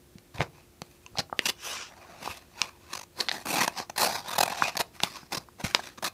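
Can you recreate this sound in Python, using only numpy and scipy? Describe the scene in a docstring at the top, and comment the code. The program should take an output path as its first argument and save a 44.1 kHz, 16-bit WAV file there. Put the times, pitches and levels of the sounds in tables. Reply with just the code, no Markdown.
"""Dry hiss of a scissor blade sliding into a stiff envelope, then short rasps as it catches and tears the fold.
The envelope lies on a table, close to the microphone; the taut paper snaps and clicks, the blade taps dully and
once ticks with a ring. The hand bumps the envelope softly against the table; the room is quiet, with a weak
hum. Sliding and tearing are noisy forces filtered by air pocket, sheet and fibres; snaps, ticks and taps are
struck damped modes; bumps are decaying low sines with scuff noise."""
import sys
import numpy as np
from scipy import signal
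from scipy.fft import rfft, irfft, next_fast_len
from scipy.io import wavfile
from scipy.ndimage import uniform_filter1d, map_coordinates

SR = 44100
rng = np.random.default_rng(int(sys.argv[2]) if len(sys.argv) > 2 else 0)


def log_audio(samples):
    """Write samples as a 16-bit WAV file to the path given in sys.argv[1]."""
    # one column per channel
    frames = np.atleast_2d(samples).T
    # limit to full scale, then quantise
    limited = np.clip(frames, -1, 1)
    pcm = np.round(limited * 32767).astype(np.int16)
    wavfile.write(sys.argv[1], SR, pcm)


N = 270333  # samples

# touch = (hollow/dB re sheet, fibre hiss/dB re sheet, air pocket f/Hz, favoured bending mode f/Hz)

# blade and fingers slide on the paper:
# (full grip t/s, rise/s, hold/s, release/s, sheet level/dB, change over hold/dB, *touch)
STROKES = [(0.344, .01, 0.014, 0.077, -50.5, 1.5, 3, -10.5, 850, 2020),
           (.405, 0.024, 0.02, 0.033, -39.5, 0, 6.5, -17, 890, 1930),
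           (0.564, .08, .04, .08, -61, 0.5, -2.5, -17, 840, 2510),
           (.87, .1, 0.29, 0.12, -67.5, -12, -3, -3, 845, 2480),
           (1.195, 0.042, 0.013, 0.028, -37, -6.5, -0.5, -15, 770, 4530),
           (1.398, 0.055, 0.096, .04, -57, 18.5, -2.5, -5.5, 990, 2880),
           (1.912, 0.099, 0.33, 0.3, -62.5, 9, 7, -15, 690, 2520),
           (2.276, 0.091, 0.094, 0.079, -40.5, -8.5, -5, -8, 820, 2700),
           (2.602, 0.08, 0.06, 0.092, -45, -3, 0, -12, 930, 2480),
           (2.923, 0.19, .06, 0.066, -49.5, -8, 0, -9.5, 990, 2550),
           (3.198, 0.042, 0.012, 0.087, -40.5, 5, 1, -7.5, 425, 4300),
           (3.323, 0.019, 0.04, 0.13, -39.5, -0.5, -1, -8.5, 804, 1870),
           (3.665, 0.039, 0.041, 0.044, -43.5, -5, 1.5, -10, 900, 2570),
           (3.783, 0.035, 0.0079, 0.05, -34, 0.5, 1, -13, 800, 5000),
           (4.081, .02, 0.071, 0.14, -36, -2, 0.5, -8, 795, 4760),
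           (4.216, 0.11, 0.34, 0.061, -52, 6, 2, -15, 774, 3560),
           (4.597, .07, 0.1, 0.078, -31.5, -7, -3, -15.5, 730, 2540),
           (4.959, .04, 0.025, 0.039, -58, -12, 4, -1, 1100, 2400),
           (5.036, 0.014, .01, 0.11, -34.5, -5, -2.5, -6.5, 1150, 2280),
           (5.093, 0.22, 0.091, 0.19, -50, 1, -3, -13, 1150, 5140),
           (5.318, 0.025, 0.013, 0.092, -48.5, 7.5, 6.5, -8, 800, 4850),
           (5.604, 0.025, 0.009, 0.029, -48, 3.5, 4.5, -8, 900, 2200),
           (5.642, 0.0075, 0.015, 0.11, -31.5, -4.5, -5.5, -10, 1210, 2130),
           (5.774, 0.11, 0.087, 0.11, -44.5, -1, -2.5, -11, 1300, 1710)]
STROKE_FADE_DB = 24  # fall per rise or release time


def sliding():
    """Each stroke of steel or skin takes grip, holds and lets go."""
    out = np.zeros(N)
    t_s = np.arange(N) / SR
    drag = friction(slow_db=2.95, fast_db=2.65)
    for start_s, rise_s, hold_s, release_s, level_db, change_db, *touch in STROKES:
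        # twice the rise and release: fades reach 2 * STROKE_FADE_DB
        span = (t_s >= start_s - 2 * rise_s) & (t_s < start_s + hold_s + 2 * release_s)
        u_s = t_s[span] - start_s
        fade = np.maximum(-u_s / rise_s, 0) + np.maximum((u_s - hold_s) / release_s, 0)
        grip_db = level_db + change_db * np.clip(u_s / hold_s, 0, 1) - STROKE_FADE_DB * fade
        force = drag[span] * amp(grip_db)
        add(out, t_s[span][0], envelope(force, start_s, *touch))
    return out


# flat of the blade glides in under the flap: (t/s, level/dB, hiss/dB re level, before hiss_offset_db)
GLIDE = [(1.55, -64, -13), (1.595, -53.5, -13), (1.645, -38.5, -4.5), (1.715, -35.5, -7.5),
         (1.81, -39, -23), (1.87, -47.5, -23), (1.92, -65, -25)]
# paper under the flat blade, before normalisation: (f/Hz, level/dB)
GLIDE_COLOUR = [(120, -42), (200, -17), (322, -17), (461, -8.5), (717, -7.5), (1040, -2), (1570, -4.5),
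                (2220, -7), (2450, 0), (4000, -9), (6020, -5.5), (10000, -26), (13000, -62), (22000, -120)]


def gliding(hiss_offset_db=-4.0):
    """The flat of the blade slides in with a smooth, dry hiss."""
    knots_s, *columns = np.transpose(GLIDE)
    t_s = np.arange(N) / SR
    level_db, hiss_db = [np.interp(t_s, knots_s, c, left=-120, right=-120) for c in columns]
    force = amp(level_db) * friction(slow_db=1.1, fast_db=0.3)
    hiss = coloured(force * amp(hiss_db + hiss_offset_db), FIBRES)
    return coloured(force, GLIDE_COLOUR) + hiss


# unbroken rips of the fold: (t/s, length/s, sheet level/dB, swell over rip/dB, *touch)
RIPS = [(3.469, 0.083, -34.5, -1, 0.33, -3, 920, 2550), (3.555, 0.098, -30, 4, 0.47, -8, 980, 1940),
        (3.993, 0.059, -27.5, 3, 0, -4, 780, 4340), (4.056, 0.0215, -30, -8, 0.23, -6, 776, 4850),
        (4.791, .027, -28.5, 10, 0.58, -7, 720, 4250)]
# single catches of the blade: (t/s, length/s, sheet level/dB, *touch)
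RASPS = [(1.189, 0.018, -28, -7, -18, 780, 4500), (3.454, 0.0089, -39.5, 2.5, -2, 940, 2600),
         (3.678, 0.0046, -25.5, 2.5, -8, 925, 2670), (3.896, 0.0079, -41, 6.5, -11, 900, 6200),
         (3.96, 0.013, -42, 3, -8, 800, 4300), (3.978, 0.012, -29, -1.5, -4, 800, 4330),
         (4.753, 0.0062, -42, 10, -11.5, 720, 2470), (4.769, 0.008, -27.5, -3.5, -8.5, 710, 4300),
         (4.148, 0.014, -45.5, 7.5, -3, 790, 4940), (5.976, 0.014, -47.5, 5, -15, 1120, 1650),
         (6.025, 0.011, -38.5, 7.5, -8, 780, 1650)]
# even stick-slip: (t/s, slips, period/s, slip length/s, first level/dB, change per slip/dB, *touch)
JUDDERS = [(1.455, 2, 0.032, .016, -24.5, -1, -9, -11.5, 990, 3000),
           (2.931, 6, 0.02, 0.0079, -33.5, -2.5, -2, -9.5, 995, 6350),
           (4.282, 4, .0235, .016, -39.5, 0.34, 3, -6, 1030, 3780),
           (4.382, 3, 0.0232, 0.01, -25.5, 0.5, 2, -3.5, 790, 3970),
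           (4.456, 4, 0.021, 0.01, -36, -1, 5, -7.5, 784, 2500),
           (5.322, 3, 0.0238, .014, -33.5, -.5, -1.5, -9.5, 820, 5240),
           (6.042, 3, 0.015, 0.014, -30, -2.5, -3, -8, 1150, 1730)]


def tearing(edge_s=0.0016, snag_db=3.0, snag_rate_hz=190, slip_sag_db=-3):
    """Each catch of the blade lets go in a burst of breaking fibres; long rips snag unevenly on the way."""
    breaks = fibre_breaks(rate_hz=1500, spread_db=1.0, rub_db=-5.5) * amp(0.62 * wobble(460))
    snagging = breaks * amp(snag_db * np.minimum(wobble(snag_rate_hz), 1))
    out = np.zeros(N)

    def burst(grain, start_s, length_s, level_db, swell_db, *touch):
        count = int((length_s + 2 * edge_s) * SR)
        window = signal.windows.tukey(count, min(4 * edge_s * SR / count, 1))
        tension = window * amp(swell_db * np.linspace(0, 1, count))
        force = unit(grain[int(start_s * SR):][:count] * tension)
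        force = force * np.sqrt(length_s * SR / count)  # level refers to length_s, without the edges
        add(out, start_s - edge_s, envelope(amp(level_db) * force, start_s, *touch))

    for rip in RIPS:
        burst(snagging, *rip)
    for start_s, length_s, level_db, *touch in RASPS:
        burst(breaks, start_s, length_s, level_db, slip_sag_db, *touch)
    for start_s, slips, period_s, length_s, level_db, step_db, *touch in JUDDERS:
        for k in range(round(slips)):
            burst(breaks, start_s + k * period_s, length_s, level_db + k * step_db, slip_sag_db, *touch)
    return out


# lift of the low body, greatest just before the fold gives way: (t/s, level/dB)
BODY = [(.4, -6), (1.5, 7), (2.3, -8), (3.15, -0.5), (3.47, 13), (3.6, -4.5), (4, -4), (4.4, -8.5),
        (4.9, -2), (5.6, 7.5), (6.1, 4.5)]
# colours of air pocket, sheet and fibres, before modes and normalisation: (f/Hz, level/dB)
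HOLLOW = [(30, -32.5), (80, -13), (180, -1.5), (450, -5.5), (650, -1.5), (1080, -0.5), (1400, -7.5),
          (1900, -9.5), (4000, -69.5)]
SHEET = [(500, -21), (1100, -23.5), (1500, -7.5), (2500, 5.5), (3000, -1), (4050, 5), (5300, 2), (6300, 3),
         (7200, -7), (9000, -16.5), (16000, -50.5)]
FIBRES = [(3000, -42), (6000, -14.5), (7400, -2.5), (9800, 0.5), (14000, -2), (15500, -10)]
# bending modes of the sheet: (f/Hz, lift/dB)
BENDING = [(1560, 8), (2500, 1.5), (4200, 0), (6300, -2)]
BODY_HZ, BODY_Q = 280, 1
POCKET_Q, POCKET_DB = 3.5, 7  # air inside the envelope
SHEET_Q, FAVOURED_DB = 7.7, 7.5  # FAVOURED_DB: lift of the bending mode nearest the touch


def envelope(force, start_s, hollow_db, fibre_db, pocket_hz, favoured_hz):
    """A force on the paper sounds through the air pocket, the stiff sheet and the loose fibres."""
    body_db = np.interp(start_s, *np.transpose(BODY))
    hollow_modes = [(BODY_HZ, BODY_Q, body_db), (pocket_hz, POCKET_Q, POCKET_DB)]
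    sheet_modes = [(hz, SHEET_Q, db) for hz, db in BENDING + [(favoured_hz, FAVOURED_DB)]]
    hollow = coloured(force, HOLLOW, hollow_modes)
    sheet = coloured(force, SHEET, sheet_modes)
    fibres = coloured(force, FIBRES)
    return sheet + amp(hollow_db) * hollow + amp(fibre_db) * fibres


def friction(slow_db, fast_db):
    """Drag over the paper's grain with an uneven grip, rms 1."""
    grip = amp(slow_db * wobble(45) + fast_db * wobble(260))
    return unit(grip * fibre_breaks(rate_hz=2000, spread_db=2.5, rub_db=-1.0))


def fibre_breaks(rate_hz, spread_db, rub_db):
    """Tiny impulses of scattered size at random moments, over even rubbing noise."""
    sizes = amp(spread_db * np.clip(rng.standard_normal(N), -2, 2)) * rng.choice([-1, 1], N)
    breaks = unit(sizes * (rng.random(N) < rate_hz / SR))
    return unit(breaks + amp(rub_db) * rng.standard_normal(N))


def flexing(x, depth_db=2.5, order=256, count=3):
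    """The contact point wanders: narrow bands of the sheet swell and sink every few hundredths of a second."""
    z = signal.stft(x, nperseg=2 * order)[2]
    field = uniform_filter1d(rng.standard_normal(z.shape), count, 0)  # across bands
    field = uniform_filter1d(field, 2 * count, 1)  # across frames
    gain = unit(amp(depth_db * unit(field)))
    return signal.istft(z * gain)[1][:N]


# taut paper snaps, and at 1.0633 s a ringing tick of the steel blade (high Q); # pocket, lower mode and knock
# levels re upper mode, before contact cut-off: # (t/s, level/dB, Q, air pocket f/Hz, level/dB, lower crease
# mode f/Hz, level/dB, # upper crease mode f/Hz, knock level/dB, contact cut-off f/Hz)
SNAPS = [(.184, -48, 2, 1390, 1, 3440, 2, 6240, -19, 7000),
         (0.383, -36, 3, 820, 8, 2300, 12, 4000, -4, 6000),
         (0.4062, -18, 1.9, 895, 17, 1780, 10, 3580, 16, 6000),
         (0.416, -24, 3, 480, 10, 1860, 8, 3840, -6, 6000),
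         (0.8185, -32, 1.46, 1220, 5.5, 2350, 1, 4670, 4, 10000),
         (1.0633, -39, 16, 990, 6.5, 2710, 4, 6400, -18, 8100),
         (1.1736, -31.5, 6.4, 760, 8, 2410, 0, 4430, -18, 6000),
         (1.185, -22.5, 4.8, 785, -1, 2350, -4.5, 4900, -9, 8000),
         (1.3918, -16, 2, 735, 6.5, 2200, 16.5, 4860, 11, 10200),
         (2.6167, -15.5, 4.9, 990, -5, 2540, 1.5, 5570, -17, 8000),
         (3.2038, -21, 18, 484, -12, 1860, -20, 4200, -18, 9000),
         (3.208, -20, 5.7, 470, -7.5, 1790, -9.5, 4430, -26, 9100),
         (3.286, -20.5, 4.5, 800, -2.5, 1940, 3, 4250, -26, 5500),
         (3.2925, -22, 4, 800, -3, 1950, -4, 4250, -25, 5500),
         (3.3145, -22, 4.7, 775, -1, 1850, 2, 4170, -27, 5500),
         (3.801, -27.5, 2.8, 786, 20, 2400, 1, 5100, 10.5, 7000),
         (5.0026, -29, 1.4, 1170, 5.5, 2160, 5.5, 3540, -1, 9000),
         (5.0348, -14.5, 4.5, 900, -4, 2260, -23, 3550, -11.5, 12300),
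         (5.748, -11, 2.4, 890, 2, 2350, 1, 4570, -9.5, 6230)]
# blade taps dully through the paper: (t/s, level/dB, f/Hz)
TAPS = [(0.427, -35, 714), (.582, -52, 800), (1.154, -38, 880), (1.297, -44, 1010), (1.3269, -24, 900),
        (2.259, -34, 760), (2.2751, -25.5, 820), (4.6218, -13, 1180), (5.2308, -45, 1040),
        (5.486, -44, 990), (5.792, -29.5, 704)]
TAP_Q, TAP_UPPER_RATIO, TAP_UPPER_DB, TAP_KNOCK_DB, TAP_CUT_HZ = 3.4, 1.45, -6, -14, 5700


def snaps():
    """Bright snaps of a crease over the air pocket, a ringing tick of the steel blade, and dull taps of the
    blade."""
    out = np.zeros(N)
    for (start_s, level_db, q, pocket_hz, pocket_db, lower_hz, lower_db,
         upper_hz, knock_db, cut_hz) in SNAPS:
        modes = [(pocket_hz, pocket_db), (lower_hz, lower_db), (upper_hz, 0)]
        add(out, start_s, amp(level_db) * click(modes, q, knock_db, cut_hz))
    for start_s, level_db, hz in TAPS:
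        modes = [(hz, 0), (TAP_UPPER_RATIO * hz, TAP_UPPER_DB)]
        add(out, start_s, amp(level_db) * click(modes, TAP_Q, TAP_KNOCK_DB, TAP_CUT_HZ))
    return out


CLICK_SPAN_S = 0.0029  # time over which a click's level counts as rms


def click(modes, q, knock_db, cut_hz, knock_hz=260, crumple_db=-4,
          crumple_rise_s=0.00067, crumple_t60_s=0.0083, size=2048):
    """A sudden buckle rings a few damped (f/Hz, level/dB) modes and knocks the envelope; soft contacts are dull."""
    t_s, f_hz = np.arange(size) / SR, np.fft.rfftfreq(size, 1 / SR)
    # one sharp push, then the crease settles within a few milliseconds
    settling = amp(-60 * t_s / crumple_t60_s) * (1 - np.exp(-t_s / crumple_rise_s))
    push = rng.standard_normal(size) * settling
    push *= amp(crumple_db) / np.linalg.norm(push)
    push[0] = 1
    body = sum((-1) ** k * amp(db) * resonance(f_hz, hz, q) for k, (hz, db) in enumerate(modes))
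    body -= amp(knock_db) * resonance(f_hz, knock_hz, 0.65)
    contact = 1 / (1 + np.sqrt(2) * 1j * f_hz / cut_hz - (f_hz / cut_hz) ** 2)  # 2nd-order low-pass
    dispersion = 1 - 2 * resonance(f_hz, modes[-1][0], 2.0)  # the bending wave spreads into a few swings
    sound = irfft(rfft(push) * body * contact * dispersion)
    return sound / np.linalg.norm(sound) * np.sqrt(CLICK_SPAN_S * SR)


# soft bumps on the table: (t/s, sine level before attack/dB, f/Hz, t60/s)
BUMPS = [(0.155, -33.5, 180, 0.04), (0.349, -35, 111, 0.071), (0.391, -25.5, 80, 0.11),
         (0.404, -20, 151, 0.1), (0.818, -30.5, 152, 0.04), (1.125, -48, 50, 0.22),
         (1.187, -28, 162, 0.073), (1.392, -51, 150, 0.033), (2.29, -39, 76.4, 0.13),
         (4.621, -33, 143, .08), (4.798, -31.5, 169, 0.058), (5.035, -21, 192, 0.028),
         (5.23, -33, 172, 0.028), (5.373, -27.5, 164, 0.045), (5.639, -18, 160, 0.029),
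         (5.643, -22.5, 101, 0.045)]


def bumps(attack_s=0.0012, scuff_db=-9):
    """The padded bulk of the envelope gives a short, dull, uneven thud."""
    out, t_s = np.zeros(N), np.arange(SR // 4) / SR
    scuff_colour = [(30, -17), (90, 5.5), (220, -7), (500, -6.0), (1500, -61)]  # (f/Hz, level/dB)
    scuff = coloured(rng.standard_normal(N), scuff_colour)
    for start_s, level_db, hz, t60_s in BUMPS:
        swing = np.sin(2 * np.pi * hz * t_s) + amp(scuff_db) * scuff[int(start_s * SR):][:len(t_s)]
        decay = amp(level_db - 60 * t_s / t60_s)
        add(out, start_s, decay * (1 - np.exp(-t_s / attack_s)) * swing)
    return out


# decay of the room: (f/Hz, t60/s)
ROOM_T60 = [(150, 0.33), (1500, 0.17), (6000, 0.12), (14000, 0.13)]


def room(x):
    """A faint tail from the walls: noise that decays at its own rate in each band, slowest in the bass."""
    hz, t_s, z = signal.stft(rng.standard_normal(SR // 2), SR, nperseg=256)
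    decay = amp(-60 * t_s / along(ROOM_T60, hz)[:, None])
    tail = signal.istft(z * decay, SR)[1]
    tail[:SR // 250] = 0  # 4 ms before the first reflection
    return signal.fftconvolve(x, tail / np.linalg.norm(tail))[:N]


# colour of the room air, before normalisation: (f/Hz, level/dB)
ROOM_TONE = [(25, -11.5), (75, 1.5), (129, -5), (220, -7.5), (360, -10.5), (614, -16), (1000, -21.5),
             (15500, -29)]
ROOM_DB = -57.5
HUM_HZ, HUM_DB = 353, -66.5  # HUM_DB: rms


def background():
    """Still room air as coloured noise, with a weak appliance hum: a sine of wavering phase."""
    air = amp(ROOM_DB) * coloured(rng.standard_normal(N), ROOM_TONE)
    phase = 2 * np.pi * HUM_HZ * np.arange(N) / SR + 0.5 * wobble(2.5)
    return air + amp(HUM_DB) * np.sqrt(2) * np.sin(phase)


def amp(db):
    """Decibels to gain."""
    return 10 ** (np.asarray(db) / 20)


def unit(x):
    """Scale to rms 1."""
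    return x / np.sqrt(np.mean(x ** 2) + 1e-20)


def along(points, hz):
    """(f/Hz, value) points read on a log axis."""
    f_hz, values = np.transpose(points)
    return np.interp(np.log(hz + 1), np.log(f_hz), values)


def wobble(rate_hz):
    """A smooth random curve, rate_hz knots a second."""
    knots = rng.standard_normal(int(N * rate_hz / SR) + 4)
    return map_coordinates(knots, [np.arange(N) * rate_hz / SR])


def add(track, start_s, sound):
    """Mix a sound into a track from start_s on."""
    part = track[..., max(round(start_s * SR), 0):][..., :sound.shape[-1]]
    part += sound[..., :part.shape[-1]]


def resonance(f_hz, mode_hz, q):
    """Response of one damped mode, 1 at its peak."""
    damping = 1j * f_hz * mode_hz / q
    return damping / (mode_hz * mode_hz - f_hz * f_hz + damping)


def coloured(x, spectrum, modes=(), size=2048):
    """x through a causal filter of unit energy: a broad spectrum lifted by (f/Hz, Q, lift/dB) modes."""
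    f_hz = np.fft.rfftfreq(size, 1 / SR)
    # folded cepstrum: minimum phase
    cepstrum = irfft(np.log(amp(along(spectrum, f_hz))))
    cepstrum[1:size // 2] *= 2
    cepstrum[size // 2 + 1:] = 0
    gain = np.exp(rfft(cepstrum))
    for hz, q, db in modes:
        gain = gain * (1 + (amp(db) - 1) * resonance(f_hz, hz, q))
    response = irfft(gain)
    return signal.fftconvolve(x, response / np.linalg.norm(response))[:N]


def scene():
    """All the paper sounds, close by, in a small quiet room."""
    paper = flexing(sliding() + gliding() + tearing()) + snaps() + bumps()
    return (paper + amp(-17.5) * room(paper) + background())[None]


TOP_HZ = 15600
FULL_SCALE = 0.9  # clip level, ahead of the filters


def record(dry, low_cut_hz=35):
    """The microphone clips peaks, sheds the deepest bass and passes nothing above the band limit."""
    size = next_fast_len(N + SR // 2)
    f_hz = np.fft.rfftfreq(size, 1 / SR)
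    low_cut = (1j * f_hz / (1j * f_hz + low_cut_hz)) ** 2
    clipped = np.clip(dry, -FULL_SCALE, FULL_SCALE)
    return irfft(rfft(clipped, size) * low_cut * (f_hz < TOP_HZ), size)[..., :N]


dry = scene()
out = record(dry)
log_audio(out)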